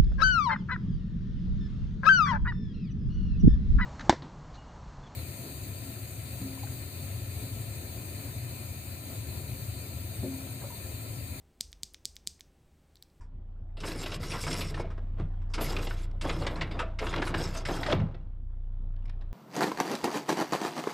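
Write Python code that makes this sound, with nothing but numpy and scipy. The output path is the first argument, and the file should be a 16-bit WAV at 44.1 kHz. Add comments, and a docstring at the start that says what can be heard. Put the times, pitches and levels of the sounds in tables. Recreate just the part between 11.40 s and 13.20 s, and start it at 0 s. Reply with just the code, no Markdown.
"""A loose keyboard switch is pressed four times between finger and thumb, close to a desk microphone in a small room.
Each press is a faint slip of the stem (decaying band noise), then a sharp plastic clack with a soft low thump
(damped sines); each release is a slip and a lighter, duller tap. Later the switch ticks against a second one.
Echoes and decaying noise form the room; coloured noise and steady sines form rumble, faint hiss and hum."""
import sys
import numpy as np
from scipy import signal
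from scipy.fft import rfft, irfft
from scipy.io import wavfile

SR = 44100
rng = np.random.default_rng(int(sys.argv[2]) if len(sys.argv) > 2 else 0)


def inscribe(sig):
    """Save sig as 16-bit PCM at rate SR to the path in sys.argv[1].

    A 1-D sig is mono; a 2-D sig holds one channel per row.
    Samples are clipped to [-1, 1] before scaling.
    """
    pcm = np.round(np.clip(np.atleast_2d(sig).T, -1, 1) * 32767)
    wavfile.write(sys.argv[1], SR, pcm.astype(np.int16))


N = 79380
TIME_S = np.arange(N) / SR

# stem hits the bottom: t/s, clack level/dB, clack treble tilt/(dB/octave), thump level/dB, boom level/dB
PRESSES = [(.2087, 0.8, -0.5, -0.5, 5.5), (0.433, -2.5, -0.7, -2.5, -6.5), (0.6544, -1.5, 0, -3, 2),
           (.873, 0.03, 0, -0.5, -1.5)]


def from_db(db):
    """Decibels to amplitude gain."""
    return 10 ** (np.asarray(db) / 20)


def add(out, start_s, sound):
    """Mix a sound into out at a time, cut at the end."""
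    i = int(np.clip(round(start_s * SR), 0, N - 1))
    out[i:i + len(sound)] += sound[:N - i]


def dying(t_s, t60_s):
    """Exponential decay, 60 dB down at t60_s."""
    return np.exp(-np.log(1000) * t_s / t60_s)


def filtered(x, hz, kind, order=2):
    """Butterworth filter."""
    sos = signal.butter(order, np.clip(hz, 10, .48 * SR), kind, fs=SR, output="sos")
    return signal.sosfilt(sos, x)


def coloured_noise(spectrum):
    """Noise shaped by (f/Hz, level/dB) points joined over log frequency, rms 1."""
    hz, db = np.transpose(spectrum)
    bins_hz = np.maximum(np.fft.rfftfreq(N, 1 / SR), 1)
    gain = from_db(np.interp(np.log(bins_hz), np.log(hz), db))
    noise = irfft(rfft(rng.standard_normal(N)) * gain, N)
    return noise / noise.std()


def struck(modes, pitch=1):
    """One blow: damped sines of alternating sign, each with a slightly varied strength."""
    spread_db = .4
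    longest_t60_s = max(t60_s for _, _, t60_s in modes)
    t_s = TIME_S[:int(2 * SR * longest_t60_s)]
    blow = np.zeros(len(t_s))
    for k, (hz, db, t60_s) in enumerate(modes):
        gain = from_db(db + spread_db * rng.standard_normal())
        blow += (-1) ** k * gain * np.sin(2 * np.pi * hz * pitch * t_s) * dying(t_s, t60_s)
    return blow


def background():
    """Room rumble and faint hiss as coloured noise, hum as sines of random phase."""
    # steady noise spectrum, relative: f/Hz, density/dB
    floor = [(20, -4), (45, -1), (75, -1), (110, -7.5), (150, -9), (230, -12), (340, -13.5), (550, -19),
             (1200, -27), (2500, -30), (5000, -34.5), (7200, -36.5), (8100, -32.5), (9500, -40),
             (16000, -40.5)]
    # hum of the desk equipment: f/Hz, rms level/dB
    hum_lines = [(49.4, -72), (74.4, -71.5), (152, -77), (365, -83.5), (794, -87.5)]
    floor_rms_db = -64.5
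    hum = np.zeros(N)
    for hz, rms_db in hum_lines:
        hum += from_db(rms_db) * np.sqrt(2) * np.sin(2 * np.pi * (hz * TIME_S + rng.random()))
    return from_db(floor_rms_db) * coloured_noise(floor) + hum


def leaf_slips():
    """The stem slips past the contact leaf: a tiny decaying scrape of band noise before an end stop."""
    # t/s, level before decay and bass cut/dB, lowest f/Hz, highest f/Hz
    slips = [(0.2054, -40.5, 2970, 9000), (.426, -56.5, 4020, 11000), (0.6486, -51, 2930, 7300),
             (0.868, -43.5, 2800, 9500), (0.3183, -51, 5450, 14000), (0.5366, -48, 6500, 15000),
             (0.7561, -47, 6000, 15000), (0.9936, -48, 2210, 3000), (.9966, -53, 7000, 15000)]
    decay_s = 0.00084  # to 1/e
    out, t_s = np.zeros(N), TIME_S[:SR // 50]
    for start_s, db, low_hz, high_hz in slips:
        noise = rng.standard_normal(2 * len(t_s))
        scrape = filtered(noise, [low_hz, high_hz], "band")[len(t_s):]  # filter onset dropped
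        add(out, start_s, from_db(db) * scrape / scrape.std() * np.exp(-t_s / decay_s))
    return out


def thumps():
    """Each press jolts the hand, and low room modes boom faintly after it."""
    # hand as the stem stops: f/Hz, level/dB, t60/s
    thump_modes = [(131.7, -49.5, 0.07), (204.5, -47, 0.053), (400, -54, 0.034)]
    # room: f/Hz, level/dB, t60/s
    boom_modes = [(47.64, -57, 0.87), (73, -56.5, 0.43)]
    thump_lead_s, boom_delay_s = .003, 0.0314
    out = np.zeros(N)
    for hit_s, _, _, thump_db, boom_db in PRESSES:
        add(out, hit_s - thump_lead_s, from_db(thump_db) * struck(thump_modes))
        add(out, hit_s + boom_delay_s, from_db(boom_db) * struck(boom_modes))
    return out


def stem_hits(hits, modes):
    """The stem strikes an end stop and housing modes ring for milliseconds; tilt sets each hit's brightness."""
    pivot_hz = 5000  # tilt leaves this frequency unchanged
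    out = np.zeros(N)
    for hit_s, level_db, tilt_db, *_ in hits:
        tilted = [(hz, db + level_db + tilt_db * np.log2(hz / pivot_hz), t60_s) for hz, db, t60_s in modes]
        add(out, hit_s, struck(tilted))
    return out


def press_clacks():
    """The stem hits the bottom and excites the housing."""
    # housing struck at the bottom: f/Hz, level before bass cut/dB, t60/s
    bottom_modes = [(2080, -30, 0.0021), (3720, -12.5, 0.0015), (4900, -15, 0.003), (6247, -20, 0.0031),
                    (7290, -13.5, 0.002), (8620, -17.5, 0.0033), (11650, -28, 0.0048), (13013, -35, 0.0047),
                    (15110, -35, .0024)]
    return stem_hits(PRESSES, bottom_modes)


def release_taps():
    """The spring throws the stem back to the top, exciting weaker modes."""
    # t/s, level/dB, treble tilt/(dB/octave)
    releases = [(.3289, 0, -0.5), (.5449, 1.5, -1), (.7659, 1.35, 1), (1.0078, 0.2, 2)]
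    # housing struck at the top: f/Hz, level before bass cut/dB, t60/s
    top_modes = [(2286, -32, 0.0022), (3698, -29.5, 0.0023), (5100, -34.5, 0.0033), (6440, -33.5, 0.0018),
                 (8470, -39.5, 0.0028), (10730, -52, 0.006), (12600, -44, 0.0013)]
    return stem_hits(releases, top_modes)


def shell_touches():
    """Two plastic shells tick together; a lower contact cut-off makes a duller tick."""
    # t/s, level/dB, pitch factor, contact cut-off/Hz
    touches = [(1.5563, -9, 1.01, 14000), (1.5665, -15, 1.45, 5500), (1.5688, -14, 1.15, 4500),
               (1.571, -9.5, 1.02, 4200), (1.6217, -24, 1.2, 5900), (1.6252, 0.5, 1.028, 16500),
               (1.6356, -13, 1.4, 5460), (1.7007, -23, 1.15, 5570)]
    # housing struck from outside, at pitch factor 1: f/Hz, level before filters/dB, t60/s
    shell_modes = [(3910, -33, 0.0034), (4870, -36.5, 0.0023), (7460, -43.5, 0.0047), (8400, -45, 0.0039),
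                   (10530, -44.5, 0.0036), (13700, -38.5, 0.0022), (15200, -50, 0.0012)]
    out = np.zeros(N)
    for start_s, db, pitch, cutoff_hz in touches:
        add(out, start_s, from_db(db) * filtered(struck(shell_modes, pitch), cutoff_hz, "low"))
    return out


def straight_path(x):
    """Direct sound from fingers to microphone, with narrow cancellations as notches."""
    # f/Hz, width/Hz
    notches = [(2670, 620), (7840, 260), (9230, 520), (12150, 210)]
    for hz, width_hz in notches:
        b, a = signal.iirnotch(hz, hz / width_hz, SR)
        x = signal.lfilter(b, a, x)
    return x


def room(x):
    """Convolve with single echoes, quick scatter from things on the desk, and the tail of the room."""
    # reflections from desk and keyboard: delay/s, level/dB
    echoes = [(.0034, -27.5), (.0052, -30), (.0072, -29), (.0100, -30.5)]
    # colour of the scattered sound, relative: f/Hz, level/dB
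    colour = [(300, -1), (2200, -2), (3500, -3.5), (4600, -1.5), (5900, 7.5), (7300, -2.5), (8300, -1.5),
              (9100, -2.5), (10300, 3), (11500, -8), (12800, 0.5), (16000, -1)]
    # desk scatter, room tail: delay/s, energy/dB, t60/s
    tails = [(0.0022, -16, 0.056), (.018, -19, 0.29)]
    response = np.zeros(N)
    for delay_s, db in echoes:
        add(response, delay_s, from_db([db]))
    for delay_s, db, t60_s in tails:
        tail = coloured_noise(colour) * dying(TIME_S, t60_s)
        add(response, delay_s, from_db(db) * tail / np.linalg.norm(tail))  # unit energy, then level
    return signal.fftconvolve(x, response)[:N]


def scene():
    """The small housing radiates little bass; one microphone feeds both channels."""
    touch_room_db = -1.5  # touches are a little drier than presses
    switch = leaf_slips() + press_clacks() + release_taps()
    switch, touches = filtered([switch, shell_touches()], hz=1500, kind="high")  # bass cut
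    direct = straight_path(switch + touches)
    reflected = room(switch + from_db(touch_room_db) * touches)
    mono = direct + reflected + thumps() + background()
    return np.array([mono, mono])


def record(dry):
    """Steep elliptic low-pass cuts the top."""
    cutoff_hz = 16300
    sos = signal.ellip(10, .1, 70, cutoff_hz, fs=SR, output="sos")  # ripple/dB, stopband/dB
    return signal.sosfilt(sos, dry)


dry = scene()
out = record(dry)
inscribe(out)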